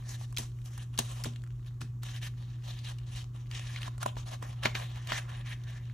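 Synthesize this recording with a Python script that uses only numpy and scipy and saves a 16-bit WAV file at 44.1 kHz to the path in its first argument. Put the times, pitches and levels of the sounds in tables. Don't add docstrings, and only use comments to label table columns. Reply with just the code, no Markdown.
import sys
import numpy as np
from scipy import signal
from scipy.fft import rfft, irfft
from scipy.io import wavfile
from scipy.ndimage import uniform_filter1d

SR = 44100
rng = np.random.default_rng(int(sys.argv[2]) if len(sys.argv) > 2 else 0)


def dump_mix(stems):
    frames = np.atleast_2d(stems).T
    limited = np.clip(frames, -1, 1)
    pcm = np.round(limited * 32767).astype(np.int16)
    wavfile.write(sys.argv[1], SR, pcm)


N = 261513


def undb(db):
    return 10 ** (np.asarray(db) / 20)


def at_rms(x, db):
    return x * undb(db) / np.sqrt(np.mean(x ** 2))


def per_bin(table):
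    hz, value = np.transpose(table)
    return np.interp(np.log(np.arange(N // 2 + 1) * SR / N + 1), np.log(hz + 1), value)


def band(x, hz, width):
    return signal.lfilter(*signal.iirpeak(min(hz, .45 * SR), hz / width, SR), x)


def smooth(x, samples):
    return uniform_filter1d(uniform_filter1d(x, samples), samples)


def wander(rate):
    hold = int(SR / rate)
    return 1.05 * smooth(np.repeat(rng.standard_normal(N // hold + 1), hold), hold)[:N]


# (frequency [Hz], rms level [dB])
HUM_TONES = [(59.9, -57), (119.9, -39.5), (147, -72.5), (239.8, -72.5), (359.7, -74)]
def appliance_hum():
    t = np.arange(N) / SR
    return sum(np.sqrt(2) * undb(db + 0.48 * wander(5.8)) * np.sin(2 * np.pi * (hz * t + rng.random()))
               for hz, db in HUM_TONES)


# (frequency [Hz], relative spectral density [dB])
ROOM_SPECTRUM = [(25, -43), (45, 7), (65, -6), (100, -1.5), (220, -17.5), (380, -24.5), (480, -37.5),
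                 (950, -37), (1150, -33), (1400, -40), (2200, -47.5), (3300, -61.5), (6500, -46),
                 (12000, -48.5), (16000, -46)]
def room_tone():
    air = irfft(rfft(rng.standard_normal(N)) * undb(per_bin(ROOM_SPECTRUM)), N)
    return at_rms(air, -49.5)


# (time [s], stack gain [dB], pocket gain [dB], edge gain [dB], idle shuffling level [dB])
HANDLING = [(0, -3, 0.5, 1, -69), (0.5, -2.5, -7, 4.5, -80), (0.9, -3, -1, 0.5, -76),
            (1.2, -3, -8, -2.5, -80), (1.7, -7.5, -7, -5, -75.5), (2.2, -6, 0, -1, -90),
            (2.8, -6, -6, -7.5, -62), (3.3, -5.5, -5, -2, -81.5), (3.7, -7, -3, -6.5, -59),
            (3.95, -3, -2.5, -4.5, -70.5), (4.1, -2, -12, -5.5, -89), (4.4, -1, -3.5, -2.5, -72),
            (4.6, 1.5, -2, -8.5, -66.5), (4.9, -3.5, -1.5, -4.5, -60.5), (5.15, 0, 3, -5, -64),
            (5.3, 6.5, 6, -1.5, -80), (5.5, -4, 6.5, -3.5, -68.5), (5.93, -3.5, 2, -6, -72)]
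# (start [s], length [s], midpoint level [dB], swell start to end [dB])
SLIDES = [(0.036, 0.034, -65.5, 17), (0.085, 0.075, -55, 0.5), (0.176, 0.075, -59.5, 11),
          (0.422, 0.047, -61, -14), (0.648, 0.042, -62, 3), (0.7, 0.14, -62.5, 4.5),
          (0.936, 0.062, -64.5, 0), (1.047, 0.18, -55, 3), (1.315, 0.12, -71.5, -10),
          (1.667, 0.026, -60.5, -15), (2.029, 0.045, -52, 0), (2.079, 0.11, -55, -1.5),
          (2.219, 0.059, -48, 5), (2.374, 0.2, -67.5, -5.5), (2.638, 0.077, -53.5, 12),
          (2.719, 0.091, -56.5, 0), (2.844, 0.08, -50.5, -5.5), (3.066, 0.13, -57.5, 10.5),
          (3.161, 0.08, -55, -16), (3.347, 0.1, -67, -12), (3.501, 0.064, -52.5, 14),
          (3.559, 0.053, -51.5, -12), (3.603, 0.18, -52, 4.5), (3.802, 0.082, -50.5, -2),
          (4.004, 0.033, -46, 8), (4.07, 0.041, -60, -17), (4.171, 0.072, -57.5, -21),
          (4.262, 0.036, -51, -1), (4.309, 0.051, -51.5, -6), (4.419, 0.12, -58.5, 4),
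          (4.633, 0.017, -41.5, -4), (4.765, 0.11, -50.5, -6), (4.87, 0.12, -60.5, 3),
          (5.058, 0.054, -50.5, 22), (5.124, 0.035, -41.5, 0), (5.161, 0.04, -36.5, 1),
          (5.191, 0.082, -64.5, -17), (5.286, 0.13, -60.5, -3), (5.458, 0.083, -54.5, 4),
          (5.676, 0.113, -60.5, -4.5), (5.825, 0.06, -69.5, -4)]
def hand_motion(grip_s=0.029, shake_t60_s=0.13, shake_lead_s=0.0062):
    t = np.arange(N) / SR
    when, *columns = np.transpose(HANDLING)
    stack_db, pocket_db, edge_db, idle_db = (np.interp(t, when, column) for column in columns)
    gain = undb(idle_db)
    for start, length, db, swell_db in SLIDES:
        sliding = (t >= start) & (t < start + length)
        gain[sliding] = undb(db + swell_db * ((t[sliding] - start) / length - .5))
    gain = smooth(gain, int(grip_s * SR / 2))
    for time, db, _, shake_db in HAND_KNOCKS:
        age = t - time + shake_lead_s
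        gain += np.clip(age / shake_lead_s, 0, 1) * undb(db + shake_db - 60 * np.abs(age) / shake_t60_s)
    dull_db = -0.1928 * (20 * np.log10(gain) + 56)
    return gain * undb([np.zeros(N), stack_db + dull_db, pocket_db, edge_db])


def stick_slip(per_s, spread_db, bed_db):
    slipping = rng.random(N) < per_s / SR
    jerks = slipping * undb(spread_db * rng.exponential(size=N)) * rng.standard_normal(N)
    return at_rms(jerks, 0) + undb(bed_db) * rng.standard_normal(N)


def flex(friction, modes):
    out = np.zeros(N)
    for k, (hz, width, db) in enumerate(modes):
        gain = undb(db + 2.92 * wander(35) + 1.37 * wander(8))
        out += (-1) ** k * gain * band(band(friction, hz, width), hz, width)
    return out


# (centre [Hz], width [Hz], relative level [dB])
SHEET_MODES = [(2970, 1320, 0), (4040, 970, -3), (5030, 2850, -11.5)]
STACK_MODES = [(706, 595, 2), (1253, 700, 0)]
POCKET_MODES = [(1674, 420, 8), (2130, 1780, 0.5)]
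EDGE_MODES = [(5920, 2070, 3), (8120, 2040, -0.5), (9415, 390, 12), (11850, 2000, 0.5), (13600, 5300, -47)]
def paper_rustle():
    crinkles = stick_slip(per_s=70, spread_db=4, bed_db=-33) * undb(-8.5)
    rubs = []
    for modes, db in (SHEET_MODES, -.5), (STACK_MODES, -1.5), (POCKET_MODES, -1.5), (EDGE_MODES, 1.5):
        friction = stick_slip(per_s=3000, spread_db=2.03, bed_db=2) + crinkles
        rubs.append(at_rms(flex(friction, modes), db))
    rustle = (hand_motion() * rubs).sum(axis=0)
    return rustle * undb(2.1 * wander(90))


def settling_creases(per_s=14, floor_db=-57.5, spread_db=3.5):
    when, size, pitch, dullness = rng.random((int(per_s * N / SR), 4)).T
    db = floor_db - spread_db * np.log(1 - size)
    return list(zip(when * N / SR, db, 1200 * 2 ** (1.73 * pitch), -16 * dullness))


# (time [s], crack peak [dB], centre [Hz], tick re crack [dB])
CREASE_SNAPS = [(0.091, -47, 1290, 11.5), (0.212, -42.5, 900, -6), (0.326, -46.5, 1170, 7),
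                (0.366, -30.5, 4340, -7), (0.372, -19, 3040, -8), (0.383, -25, 4100, 4.5),
                (0.658, -42, 3960, 0), (0.616, -50, 2540, -3), (0.778, -39.5, 905, 7.5),
                (0.977, -28.5, 3400, 0), (0.989, -15, 3770, 4.5), (1.238, -27, 4560, -0.5),
                (1.245, -29, 1540, 2.5), (1.36, -40.5, 2490, -2), (1.432, -41, 5952, -14),
                (1.474, -51, 1600, -1), (1.815, -35, 1680, -1), (2.033, -40, 1160, 10),
                (2.088, -38.5, 1730, -11), (2.162, -33.5, 3980, -21), (2.216, -46, 2500, -8),
                (2.845, -51, 3300, -19), (2.985, -43, 2940, -1.5), (3.513, -32, 2940, -24),
                (3.761, -28.5, 2380, -23), (3.818, -32, 2620, -19), (3.831, -27, 2300, -14),
                (3.879, -33.5, 790, -4), (3.98, -41.5, 1020, 3), (4.015, -40, 3480, -15),
                (4.029, -26.5, 1290, 1), (4.061, -21.5, 710, -4.5), (4.156, -49, 3000, -2),
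                (4.168, -37, 770, -14), (4.426, -35.5, 680, -3), (4.635, -23, 2930, -9),
                (4.656, -12.5, 1960, -33), (4.752, -20, 1910, -26), (5.072, -32, 2360, -2),
                (5.105, -42, 2480, -15), (5.12, -19, 1740, -25), (5.15, -35, 2780, -20),
                (5.46, -41, 1960, -21), (5.854, -51, 2980, -12), (5.898, -45, 1920, -17)]
def crease_snaps(snap_t60_s=0.013, rattle_t60_s=0.045):
    span = 4096
    out, t = np.zeros(N + span), np.arange(span) / SR
    rows = CREASE_SNAPS + settling_creases()
    stutters = undb(3.9 * np.repeat(rng.standard_normal((len(rows), 32)), 128, axis=1))
    attack = 1 - np.exp(-t / 0.000097)
    for (time, db, hz, tick_db), stutter in zip(rows, stutters):
        noise = rng.standard_normal((2, span))
        noise[:, 8] += 3.5
        decay = undb(-60 * t / snap_t60_s) + 0.12 * stutter * undb(-60 * t / rattle_t60_s)
        push = noise * decay * attack
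        crack = band(band(push[0], hz, 0.52 * hz), hz, 3.8 * hz)
        tick = band(band(push[1], 9740, 3600), 5200, 9100)
        snap = crack / np.abs(crack).max() + undb(tick_db) * tick / np.abs(tick).max()
        out[int(time * SR):][:span] += undb(db) * snap
    return out[:N]


# (frequency [Hz], relative level [dB], t60 at zero tilt [s])
DESK_MODES = [(91, -5.5, 0.16), (148, 4, 0.14), (229, 0, 0.19), (305, 3, 0.061), (383, -5.5, 0.12),
              (449, -7, 0.086), (668, -5, 0.065), (880, 3.5, 0.021)]
# (time [s], peak [dB], tilt [dB/octave], sheet shake re peak [dB])
HAND_KNOCKS = [(0.388, -34.5, 1, -6.5), (0.989, -24.5, 5, -10.5), (1.257, -29.5, 0.5, -11),
               (1.812, -39, -5.5, -7.5), (3.877, -42, 4.5, -31), (4.059, -26, 9, -19), (4.169, -37, 9, -28),
               (4.426, -45, 0, -12), (4.655, -19.5, 7.5, -12.5), (4.75, -36, 7, -4), (5.118, -31.5, 7, -20)]
def desk_knocks():
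    span = 16384
    out, t = np.zeros(N + span), np.arange(span) / SR
    hz, mode_db, t60 = np.transpose(DESK_MODES)[:, :, None]
    attack = 1 - np.exp(-t / 0.0012)
    for time, db, tilt_db, _ in HAND_KNOCKS:
        scatter = rng.standard_normal((len(DESK_MODES), 1))
        start_db = mode_db + tilt_db * np.log2(hz / 250) + 0.75 * scatter
        decay_db = 60 * t / t60 * undb(1.06 * tilt_db)
        modes = undb(start_db - decay_db) * np.sin(2 * np.pi * hz * (1 + 0.026 * scatter) * t)
        thud = modes.sum(axis=0) * attack
        out[int(time * SR):][:span] += thud * undb(db) / np.abs(thud).max()
    return out[:N]


def reflections(t60_s):
    echo = rng.standard_normal(16384) * undb(-60 * np.arange(16384) / SR / t60_s)
    return rfft(echo / np.linalg.norm(echo), N)


# (frequency [Hz], phase [rad])
PORT_PHASE = [(0, 0), (300, 0), (1200, -.3), (1500, 0), (4100, .6), (6300, .8), (7400, 1.6), (8400, 2.5),
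              (10500, 3.14), (12700, 4.7), (13500, 6.1), (22000, 6.3)]
# (frequency [Hz], side level re mid [dB])
PORT_SPREAD = [(100, -78), (160, -37), (250, -12), (550, 1.5), (1200, -5), (1900, -17), (3000, -7.5),
               (4800, -4), (6500, -4.5), (15000, -34.5)]
def microphone_ports(mid):
    side = mid * reflections(t60_s=0.037) * undb(per_bin(PORT_SPREAD))
    turn = np.exp(.5j * per_bin(PORT_PHASE))
    return np.array([irfft((mid + side) * turn, N), irfft((mid - side) / turn, N)])


def scene():
    close = rfft(paper_rustle() + crease_snaps() + desk_knocks())
    in_room = close * (1 + undb(-13) * reflections(t60_s=0.33))
    background = rfft(appliance_hum() + room_tone())
    return microphone_ports(in_room + background)


def record(dry, dull_hz=12500, top_hz=15900):
    dulled = signal.lfilter(*signal.butter(2, dull_hz, fs=SR), dry)
    return signal.sosfilt(signal.ellip(10, .2, 80, top_hz, fs=SR, output="sos"), dulled)


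dry = scene()
out = record(dry)
dump_mix(out)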